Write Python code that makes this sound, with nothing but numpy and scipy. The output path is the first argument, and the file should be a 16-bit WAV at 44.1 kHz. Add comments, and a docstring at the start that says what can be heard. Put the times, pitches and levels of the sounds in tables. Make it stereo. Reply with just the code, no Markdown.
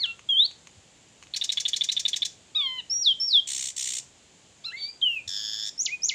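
"""In a dry thicket a small bird sings close by: whistles, reedy notes, a rattle, two buzzes and a trill.
Whistles and reedy notes are sums of gliding harmonics; rasp and buzz are dense random clicks, filtered
and gated; the rattle and trill mix both. Dying sines make twig ticks. Branches throw short echoes and a
brief tail. Shaped noise gives distant rumble and a faint insect-like hiss, with two soft thuds."""
import sys
import numpy as np
from scipy import signal
from scipy.fft import rfft, irfft, next_fast_len
from scipy.io import wavfile
from scipy.ndimage import uniform_filter1d

SR = 44100
rng = np.random.default_rng(int(sys.argv[2]) if len(sys.argv) > 2 else 0)


def persist_wave(psi):
    """Save psi, clipped to +-1, as 16-bit WAV."""
    counts = np.round(np.clip(psi, -1, 1) * 32767).astype(np.int16)
    wavfile.write(sys.argv[1], SR, np.atleast_2d(counts).T)


N = 270774
T = np.arange(N) / SR
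CUTOFF_HZ = 15800   # harmonics above this are left out

# spectrum of the harsh flutter in rattle and trill: frequency_hz, relative_density_db (dB per Hz)
RASP_SPECTRUM = [(760, -60), (1300, -55), (2450, -13.5), (2780, -26), (3500, -8.5), (5700, 1.5), (6880, 4),
                 (8290, -9.5), (10300, -25), (15600, -29.5)]


def from_db(db):
    """Level in decibels to amplitude ratio."""
    return 10 ** (np.asarray(db) / 20)


def rms_one(x):
    """Normalise the mean power: scale to rms 1."""
    return x / np.sqrt(np.mean(x ** 2) + 1e-20)


def at_hz(points, hz):
    """Interpolate a spectrum in decibels over logarithmic frequency."""
    point_hz, point_db = np.transpose(points)
    return np.interp(np.log(np.maximum(hz, 1)), np.log(point_hz), point_db)


def coloured(x, points):
    """Linear filtering: multiply the spectrum of x by a magnitude curve."""
    size = next_fast_len(N)
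    gain = from_db(at_hz(points, np.fft.rfftfreq(size, 1 / SR)))
    return irfft(rfft(x, size) * gain, size)[..., :N]


def drift(rate_hz, size):
    """Band-limited random fluctuation: low-passed white noise of rms 1."""
    settle = 2000   # samples dropped while the filter settles
    white = rng.standard_normal(size + settle)
    return rms_one(signal.lfilter(*signal.butter(2, rate_hz, fs=SR), white)[settle:])


def span(rows, fade_s=0.0052):
    """Piecewise-linear contours: sample range, edge fade and interpolated columns of one note."""
    s, *columns = np.transpose(rows)
    at = slice(round(s[0] * SR), min(round(s[-1] * SR), N))
    since_start = T[at] - s[0] + (s[0] < fade_s)   # no fade-in for a note already sounding at time zero
    fade = np.clip(np.minimum(since_start, s[-1] - T[at]) / fade_s, 0, 1)
    return at, fade, [np.interp(T[at], s, c) for c in columns]


def smooth_glide(hz):
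    """Continuity of pitch: a 5 ms moving average rounds the corners of a contour."""
    return uniform_filter1d(hz, size=220, mode="nearest")


def throb(first_s, per_s, hurry, shape, t, jitter):
    """Periodic modulation: a template repeated on a beat that settles to a steady rate."""
    gained, within_s = hurry
    counted = per_s * (t - first_s) + gained * (1 - np.exp(-(t - first_s) / within_s))
    share = (counted + jitter + .5) % 1 - .5
    template_share, *columns = np.transpose(shape)
    return [np.interp(share, template_share, c) for c in columns]


def partials(pitch_hz, gains, waver):
    """Harmonic series: sines at multiples of one wavering pitch, power normalised by the gains."""
    phase = 2 * np.pi * np.cumsum(pitch_hz * (1 + waver * drift(160, len(pitch_hz)))) / SR
    tones = 0
    for k, gain in enumerate(gains, 1):
        tones = tones + gain * np.sin(k * phase) * (k * pitch_hz < CUTOFF_HZ)
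    return tones / np.sqrt(sum(gain ** 2 for gain in gains) / 2)


def chaos(spectrum):
    """Chaotic flutter of the syrinx: dense uneven clicks, filtered, with the short-term power evened out."""
    click_here = rng.random(N) < 9000 / SR   # about 9000 clicks per second
    clicks = click_here * from_db(2 * rng.standard_normal(N)) * rng.choice([-1, 1], N)
    flutter = coloured(clicks, spectrum)
    return rms_one(flutter / np.sqrt(uniform_filter1d(flutter ** 2, size=60)))


def fall(start, slide, end, start_hz, top_hz, low_hz, slide_s, db):
    """Exponential approach to a held pitch, then a hyperbolic-secant slide; one row a millisecond."""
    # loudness along the slide: share_still_to_go, level_db
    loudness = [(0, 0.5), (.1, 5), (.3, 0.5), (.45, -5), (.8, -0.5), (1, -1)]
    climb_s = 0.02
    s = np.arange(start, end, .001)
    held = top_hz - (top_hz - start_hz) * np.exp(-(s - start) / climb_s)
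    to_go = 1 / np.cosh(np.maximum(s - slide, 0) / slide_s)
    pitch_hz = low_hz + (held - low_hz) * to_go
    return np.transpose([s, pitch_hz, db + np.interp(to_go, *np.transpose(loudness))])


def swoop(plunge, rise, start_hz, db):
    """Time scaling: lead-in pip and rise stretch to their own length, the plunge and rebound do not."""
    # level pip at the start pitch: share_of_rise_still_to_go, relative_level_db
    pip = [(0.97, -4), (.91, -6.5), (.84, -20)]
    # climb to the peak: share_of_rise_still_to_go, pitch_hz, relative_level_db
    climb = [(.76, 5650, 2), (0.45, 6700, 1), (.28, 7210, -4.5), (0.13, 7200, -15)]
    # plunge and rebound: after_plunge_s, pitch_hz, relative_level_db
    drop = [(0, 6890, 2), (.006, 4820, -1), (.013, 3010, -6.5), (.022, 2404, -16.5), (.034, 2020, -16),
            (.054, 2286, -19), (.074, 2490, -6), (.088, 2475, -6.5), (.106, 2500, -22)]
    lead_in = [(share, start_hz, pip_db) for share, pip_db in pip]
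    up = np.multiply(lead_in + climb, [-rise, 1, 1])
    return np.vstack([up, drop]) + [plunge, 0, db]


def whistles():
    """Nearly pure tones: frequency-modulated harmonic series with weak overtones."""
    # a scoop and a sag, one list a note: time_s, pitch_hz, level_db
    single_whistles = [
        [(0.288, 3340, -21), (0.315, 3250, -20.5), (0.345, 3080, -21), (0.37, 3187, -20), (0.406, 3616, -18),
         (0.438, 3944, -22.5), (0.468, 4680, -26)],
        [(5.013, 4130, -30.5), (5.02, 2970, -33), (5.028, 3250, -18), (5.076, 2898, -23.5),
         (5.146, 2686, -25.5), (5.192, 2460, -32), (5.218, 2300, -54)],
    ]
    # falling whistles: start_s, slide_s, end_s, start_hz, top_hz, low_hz, slide_time_s, level_db
    falling_whistles = [(2.896, 3.016, 3.134, 5154, 5704, 3054, 0.025, -22),
                        (3.197, 3.268, 3.402, 5280, 5524, 3047, 0.037, -21)]
    # swoops that rise, plunge and rebound: plunge_s, rise_s, start_hz, level_db
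    swooping_whistles = [(5.854, 0.08, 5340, -20.5), (6.086, 0.069, 5080, -18.5)]
    # partials 1 to 6: relative_level_db
    overtones_db = [2, -36.5, -42.5, -53.5, -38.5, -47]
    out = np.zeros(N)
    contours = single_whistles + [fall(*row) for row in falling_whistles]
    contours += [swoop(*row) for row in swooping_whistles]
    for rows in contours:
        at, fade, (hz, db) = span(rows)
        out[at] += fade * from_db(db) * partials(smooth_glide(hz), from_db(overtones_db), waver=.003)
    return out


def throat(pitch_hz, centre_hz, level_db, count=15):
    """Source and filter: a falling series through a tuned throat, plus the beak's bright resonance."""
    # thin resonance growing with effort: centre_hz, width_hz, level_db, growth (dB per dB)
    beak = (12996, 2802.5, -48.5, 0.5)
    q, slope_db = 4.22, -2.5   # throat sharpness, fall per partial
    beak_hz, width_hz, beak_db, effort = beak
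    bright = from_db(beak_db + effort * (level_db + 25))
    gains = []
    for k in range(1, count + 1):
        r = k * pitch_hz / centre_hz
        tuned = from_db(slope_db * (k - 2.0)) * r / (q ** 2 * (1 - r * r) ** 2 + r * r)
        gains.append(tuned + bright * np.exp(-((k * pitch_hz - beak_hz) / width_hz) ** 2))
    return gains


def reedy_notes():
    """Moving formant: a rich harmonic series whose throat resonance glides apart from its pitch."""
    # one list a note: time_s, pitch_hz, level_db, throat_resonance_hz
    reedy_contours = [
        [(0.0, 2303, -31, 4570), (0.03, 2010, -27.5, 4200), (0.046, 1645, -21.5, 3370),
         (0.062, 1374, -33, 2880), (0.11, 1357, -27.5, 2740), (0.136, 1381, -44, 2760)],
        [(2.546, 1064, -41, 3800), (2.559, 1291, -24.5, 3930), (2.634, 1107, -28.5, 3420),
         (2.668, 1057, -25, 3250), (2.685, 1035, -29.5, 3410), (2.78, 1022, -32.5, 3420),
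         (2.798, 975, -33, 3240), (2.81, 865, -36, 2970)],
        [(4.638, 1027, -45.5, 3770), (4.65, 1264, -35, 4500), (4.664, 1395, -30, 4130),
         (4.698, 1321, -32, 3150), (4.714, 1435, -47.5, 2480), (4.736, 2050, -39, 2060),
         (4.748, 2080, -37, 2120), (4.786, 2295, -40.5, 3800), (4.838, 2257, -30.5, 4760),
         (4.862, 2305, -29, 4200), (4.896, 2383, -30.5, 4320), (4.914, 2450, -42, 4450)],
    ]
    out = np.zeros(N)
    for rows in reedy_contours:
        at, fade, (hz, db, centre) = span(rows)
        glide = smooth_glide(hz)
        out[at] += fade * from_db(db) * partials(glide, throat(glide, centre, db), waver=.002)
    return out


def creaks():
    """Random amplitude and frequency modulation: a lumpy tone between the partials of a note."""
    # rough creaks inside notes: start_s, end_s, pitch_hz, level_db
    creak_rows = [(2.592, 2.644, 2940, -44.5), (4.759, 4.888, 3620, -49.5)]
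    out = np.zeros(N)
    for start, end, hz, db in creak_rows:
        at, fade, _ = span([(start,), (end,)], fade_s=0.022)
        lumpy = from_db(db + 4.0 * drift(150, len(fade)))
        out[at] = fade * lumpy * partials(hz + 0 * fade, [1], waver=0.083)
    return out


def rattle():
    """Tone and noise in sequence: a lumpy rising "tuk", then a "tsh" of flutter; a second voice falls in both."""
    # syllables: tuk_s, tuk_level_db, tuk_pitch_hz, tsh_delay_ms
    syllables = [(1.3386, -22, 4150, 24.2), (1.413, -19, 3570, 26.8), (1.4928, -17.5, 3650, 27.6),
                 (1.5727, -16.5, 3534, 28), (1.653, -16.5, 3470, 28.6), (1.733, -16.5, 3450, 29.8),
                 (1.81, -16, 3490, 27.7), (1.8893, -16, 3650, 29), (1.9665, -16.5, 3483, 29),
                 (2.0527, -15.5, 3525, 28.7), (2.1322, -18, 3490, 29.6), (2.2211, -17.5, 3480, 29.8)]
    # contour of a tuk: time_s, relative_level_db, pitch_ratio
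    tuk_shape = [(-.002, -33, 0.924), (-.0002, -6.5, 1.002), (.0015, -3, 0.997), (.0032, -14.5, 0.98),
                 (.005, -9, 1.0), (.01, -4.5, 1.02), (.013, -14, 1.1), (.017, -28, 1.15)]
    # flutter within a tuk: frequency_hz, relative_density_db (dB per Hz)
    tuk_spectrum = [(1200, -55), (2000, -11), (3300, 3.5), (4400, -4), (5600, -8.5), (7500, -23),
                    (9500, -26), (13000, -27), (15700, -61)]
    # contour of a tsh: time_s, relative_level_db
    rasp_shape = [(-.002, -12.5), (.001, -5.5), (.005, -4), (.014, -11.5), (.021, -24), (.026, -40)]
    # second voice: time_s, level_db, pitch_hz
    hook_shape = [(-.002, -42, 3800), (0, -30.5, 3350), (.003, -39.5, 2750), (.007, -44.5, 2253),
                  (.014, -52.5, 1700), (.02, -62, 1670)]
    wobble_hz, wobble_depth = 394, 0.23
    tuk_flutter_db, rasp_db = -9.5, -17.5
    out, low, high = np.zeros((3, N))
    for s, tuk_db, hz, after_ms in syllables:
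        at, fade, (db, ratio) = span(np.add(tuk_shape, [s, tuk_db, 0]), fade_s=0.0014)
        wobble = 1 + wobble_depth * np.sin(2 * np.pi * wobble_hz * (T[at] - s))
        lumps = wobble * from_db(1.5 * drift(369.4, len(db)))
        tone = partials(hz * ratio, from_db([0, -24, -38]), waver=0.032)
        out[at] += fade * lumps * from_db(db) * tone
        low[at] += fade * from_db(db + tuk_flutter_db)
        rasp = s + after_ms / 1000
        at, fade, (db,) = span(np.add(rasp_shape, [rasp, rasp_db]), fade_s=0.00067)
        high[at] += fade * from_db(db)
        for half in (s, rasp):
            at, fade, (db, hook_hz) = span(np.add(hook_shape, [half, 0, 0]), fade_s=0.00114)
            out[at] += fade * from_db(db) * partials(hook_hz, [1], waver=0.039)
    return out + low * chaos(tuk_spectrum) + high * chaos(RASP_SPECTRUM)


def buzzes():
    """Amplitude modulation: flutter gated about 65 times a second under attack, slight sag and release."""
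    # buzzes: start_s, end_s, level_db, first_throb_s, throbs_per_s
    buzz_rows = [(3.466, 3.71, -21, 3.4757, 64.7), (3.759, 4.003, -20.5, 3.7672, 63.0)]
    # one throb: share_of_throb, relative_level_db
    throb_shape = [(-.5, -20), (-.3, -14.5), (-.22, -2), (.1, 0), (.3, -13), (.4, -20), (.5, -18)]
    # flutter: frequency_hz, relative_density_db (dB per Hz)
    buzz_spectrum = [(800, -76), (1400, -46), (1900, -21.5), (2600, -16.5), (3300, -13.5), (4100, -13),
                     (4900, -12.5), (7250, 3), (8500, -6.5), (9500, -22.5), (10400, -31.5), (13700, -29.5),
                     (15600, -35)]
    # the first throbs come quicker: throbs_gained, within_s
    hurry = (0.2, 0.024)
    attack_s, release_s, edge_db, sag_db = 0.014, 0.019, -7.5, -1.5
    envelope = np.zeros(N)
    for start, end, level_db, first_s, per_s in buzz_rows:
        at, fade, (db,) = span([(start, edge_db), (start + attack_s, 0),
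                                (end - release_s, sag_db), (end, edge_db)])
        throb_db = throb(first_s, per_s, hurry, throb_shape, T[at], jitter=0)[0]
        envelope[at] = fade * from_db(level_db + db + throb_db)
    return envelope * chaos(buzz_spectrum)


def trill():
    """Joint amplitude and pitch modulation: a reedy voice throbs at about 107 Hz, most fluttery at its ends."""
    # whole trill: time_s, pitch_hz, level_db, flutter_db (held to 0 at most)
    contour = [(5.274, 1830, -34.5, 1), (5.3, 1754, -28.5, -6), (5.33, 1740, -28, -13),
               (5.45, 1705, -27.5, -22), (5.64, 1738, -28, -16), (5.674, 1795, -28, -3.5),
               (5.702, 1843, -33, -14)]
    # loudness of one throb: share_of_throb, relative_level_db
    throb_shape = [(-.5, -22), (-.3, -23), (-.12, 2), (0.098, 4), (0.298, 0.5), (.5, -27)]
    # pitch of one throb, mostly falling: share_of_throb, pitch_ratio
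    bend_shape = [(-.5, .98), (-.38, 1.05), (-.15, 1.04), (.1, .99), (.33, .91), (.5, .98)]
    # partials 1 to 8: relative_level_db
    overtones_db = [-17, -2.5, 5.5, -2.5, -38, -40, -25.5, -29]
    # the first throbs come slower: throbs_gained, within_s
    hurry = (-1.42, 0.04)
    first_s, per_s = 5.2793, 107.8
    out = np.zeros(N)
    at, fade, (hz, db, flutter_db) = span(contour)
    jitter = 0.036 * drift(50, len(hz))   # in throbs
    throb_db = throb(first_s, per_s, hurry, throb_shape, T[at], jitter)[0]
    ratio = throb(first_s, per_s, hurry, bend_shape, T[at], jitter)[0]
    ratio *= 1 + .007 * drift(45, len(hz))   # no two throbs on quite the same pitch
    voice = partials(hz * ratio, from_db(overtones_db), waver=.006)
    voice += from_db(np.minimum(flutter_db, 0)) * chaos(RASP_SPECTRUM)[at]
    out[at] = fade * from_db(db + throb_db + 1.5 * drift(50, len(hz))) * voice
    return out


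def twigs():
    """Damped modal vibration: each dry tick is two quickly dying wood modes and a grainy crack."""
    # ticks: time_s, level_db
    ticks = [(0.0575, -25.5), (0.193, -27), (0.302, -28), (0.4587, -29), (0.5121, -27.5), (0.6717, -23),
             (1.2265, -25.5), (1.2358, -28.5), (1.27, -33.5), (1.5735, -19), (2.9402, -33)]
    low_hz, low_spread = 2660, 0.063   # the low mode varies by this share from tick to tick
    top_hz, top_db, t60_s = 6540, 1, 0.0036
    out, t = np.zeros(N), T[:1500]
    for s, level_db in ticks:
        hz = low_hz * (1 + low_spread * rng.standard_normal())
        ring = np.sin(2 * np.pi * hz * t) + from_db(top_db) * np.sin(2 * np.pi * top_hz * t)
        ring += from_db(-7.5) * drift(4800, len(t))
        onset = np.clip(t / 0.00037, 0, 1)
        out[round(s * SR):][:len(t)] += from_db(level_db - 60 * t / t60_s) * onset * ring
    return out


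def thicket(x):
    """Multipath propagation: direct sound, branch echoes and decaying scatter, separate for each channel."""
    # direct paths, one list a channel: delay_ms, gain
    direct_paths = [
        [(0.0014, 0.86)],
        [(.09, 0.75), (.16, -0.27), (.3, 0.33)],
    ]
    # echoes off near branches, one list a channel: delay_ms, relative_gain
    branch_paths = [
        [(1.295, -0.057), (1.55, -0.029), (1.82, -0.12), (2.662, 0.014), (2.798, 0.000083), (3.291, -0.11),
         (3.946, -0.093)],
        [(1.726, 0.058), (2.032, 0.0034), (2.168, -0.092), (2.313, -0.078), (2.664, -0.11), (2.934, -0.035),
         (3.092, -0.06)],
    ]
    # response of each channel: frequency_hz, level_db
    channel_response = [
        [(300, -28), (1000, 5.5), (3500, -0.5), (6000, 2.5), (9000, -4), (10600, -3.5), (13000, -0.5),
         (16000, 0)],
        [(300, -30), (1000, 1.5), (3500, 6), (6000, 0), (9000, 0), (10600, -14), (13000, -14), (16000, -7.5)],
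    ]
    # scatter off twigs near the bird and off the far thicket: rise_s, t60_s, level_db
    scatter = [(.001, 0.033, -8), (.008, 0.274, -13)]
    # spectrum of the scatter: frequency_hz, level_db
    scatter_spectrum = [(1500, 0), (3000, -2), (5000, 0), (8000, -0.5), (14000, -2)]
    branch_db = 7
    size = next_fast_len(N + SR // 2)
    hz, t = np.fft.rfftfreq(size, 1 / SR), T[:SR // 2]

    def paths(rows):
        """Delay as linear phase: the summed response of several paths."""
        return sum(g * np.exp(-2j * np.pi * hz * ms / 1000) for ms, g in rows)

    out = []
    for direct, branches, colour in zip(direct_paths, branch_paths, channel_response):
        response = paths(direct) * (1 + from_db(branch_db) * paths(branches))
        for rise_s, t60, db in scatter:
            tail = rng.standard_normal(len(t)) * from_db(-60 * t / t60) * np.clip(t / rise_s, 0, 1)
            tail /= np.sqrt(np.sum(tail ** 2))   # unit energy
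            response += rfft(from_db(db) * tail, size) * from_db(at_hz(scatter_spectrum, hz))
        out.append(irfft(rfft(x, size) * response * from_db(at_hz(colour, hz)), size)[:N])
    return np.array(out)


def air():
    """Partly coherent noise: rumble and hiss, mostly unlike in the two channels, swelling a little."""
    # background: frequency_hz, relative_density_db (dB per Hz)
    air_spectrum = [(18, -50.5), (30, -21), (47, -5), (148, -4), (257, -8.5), (300, -9), (342, -9.5),
                    (791, -12.5), (1270, -18), (2310, -15), (3090, -13), (5640, -19), (7140, -10.5),
                    (15600, -60.5)]
    # stereo lean: frequency_hz, left_over_right_db
    balance = [(60, 3), (240, 4), (950, 3), (3770, -4.5), (15000, -5.5)]
    level_db, likeness = -54.5, 0.13   # likeness: share of power common to both channels
    shared, *own = rng.standard_normal((3, N))
    mixed = np.sqrt(likeness) * shared + np.sqrt(1 - likeness) * np.array(own)
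    noise = rms_one(coloured(mixed, air_spectrum))
    lean = [coloured(noise[c], np.multiply(balance, [1, .5 - c])) for c in (0, 1)]
    return from_db(level_db + 0.21 * drift(1.7, N)) * np.array(lean)


def bumps():
    """Gaussian-windowed oscillation: short low thuds, alike in both channels."""
    # soft thuds: time_s, level_db
    thuds = [(0.771, -48), (5.269, -46)]
    thud_hz, width_s = 94, 0.01
    out = np.zeros(N)
    for s, db in thuds:
        window = np.exp(-((T - s - width_s) / width_s) ** 2)
        out += from_db(db) * window * np.sin(2 * np.pi * thud_hz * (T - s))
    return out


def scene():
    """Superposition: bird and twigs pass through the thicket, then background and thuds are added."""
    bird = whistles() + reedy_notes() + creaks() + rattle() + buzzes() + trill()
    return thicket(bird + twigs()) + air() + bumps()


def record(dry):
    """Band limiting: a high-pass thins the deep rumble and a steep low-pass removes the top."""
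    high_pass = signal.butter(2, 57, "high", fs=SR, output="sos")
    low_pass = signal.cheby2(14, 50, CUTOFF_HZ + 200, fs=SR, output="sos")
    return signal.sosfilt(low_pass, signal.sosfilt(high_pass, dry))


dry = scene()
out = record(dry)
persist_wave(out)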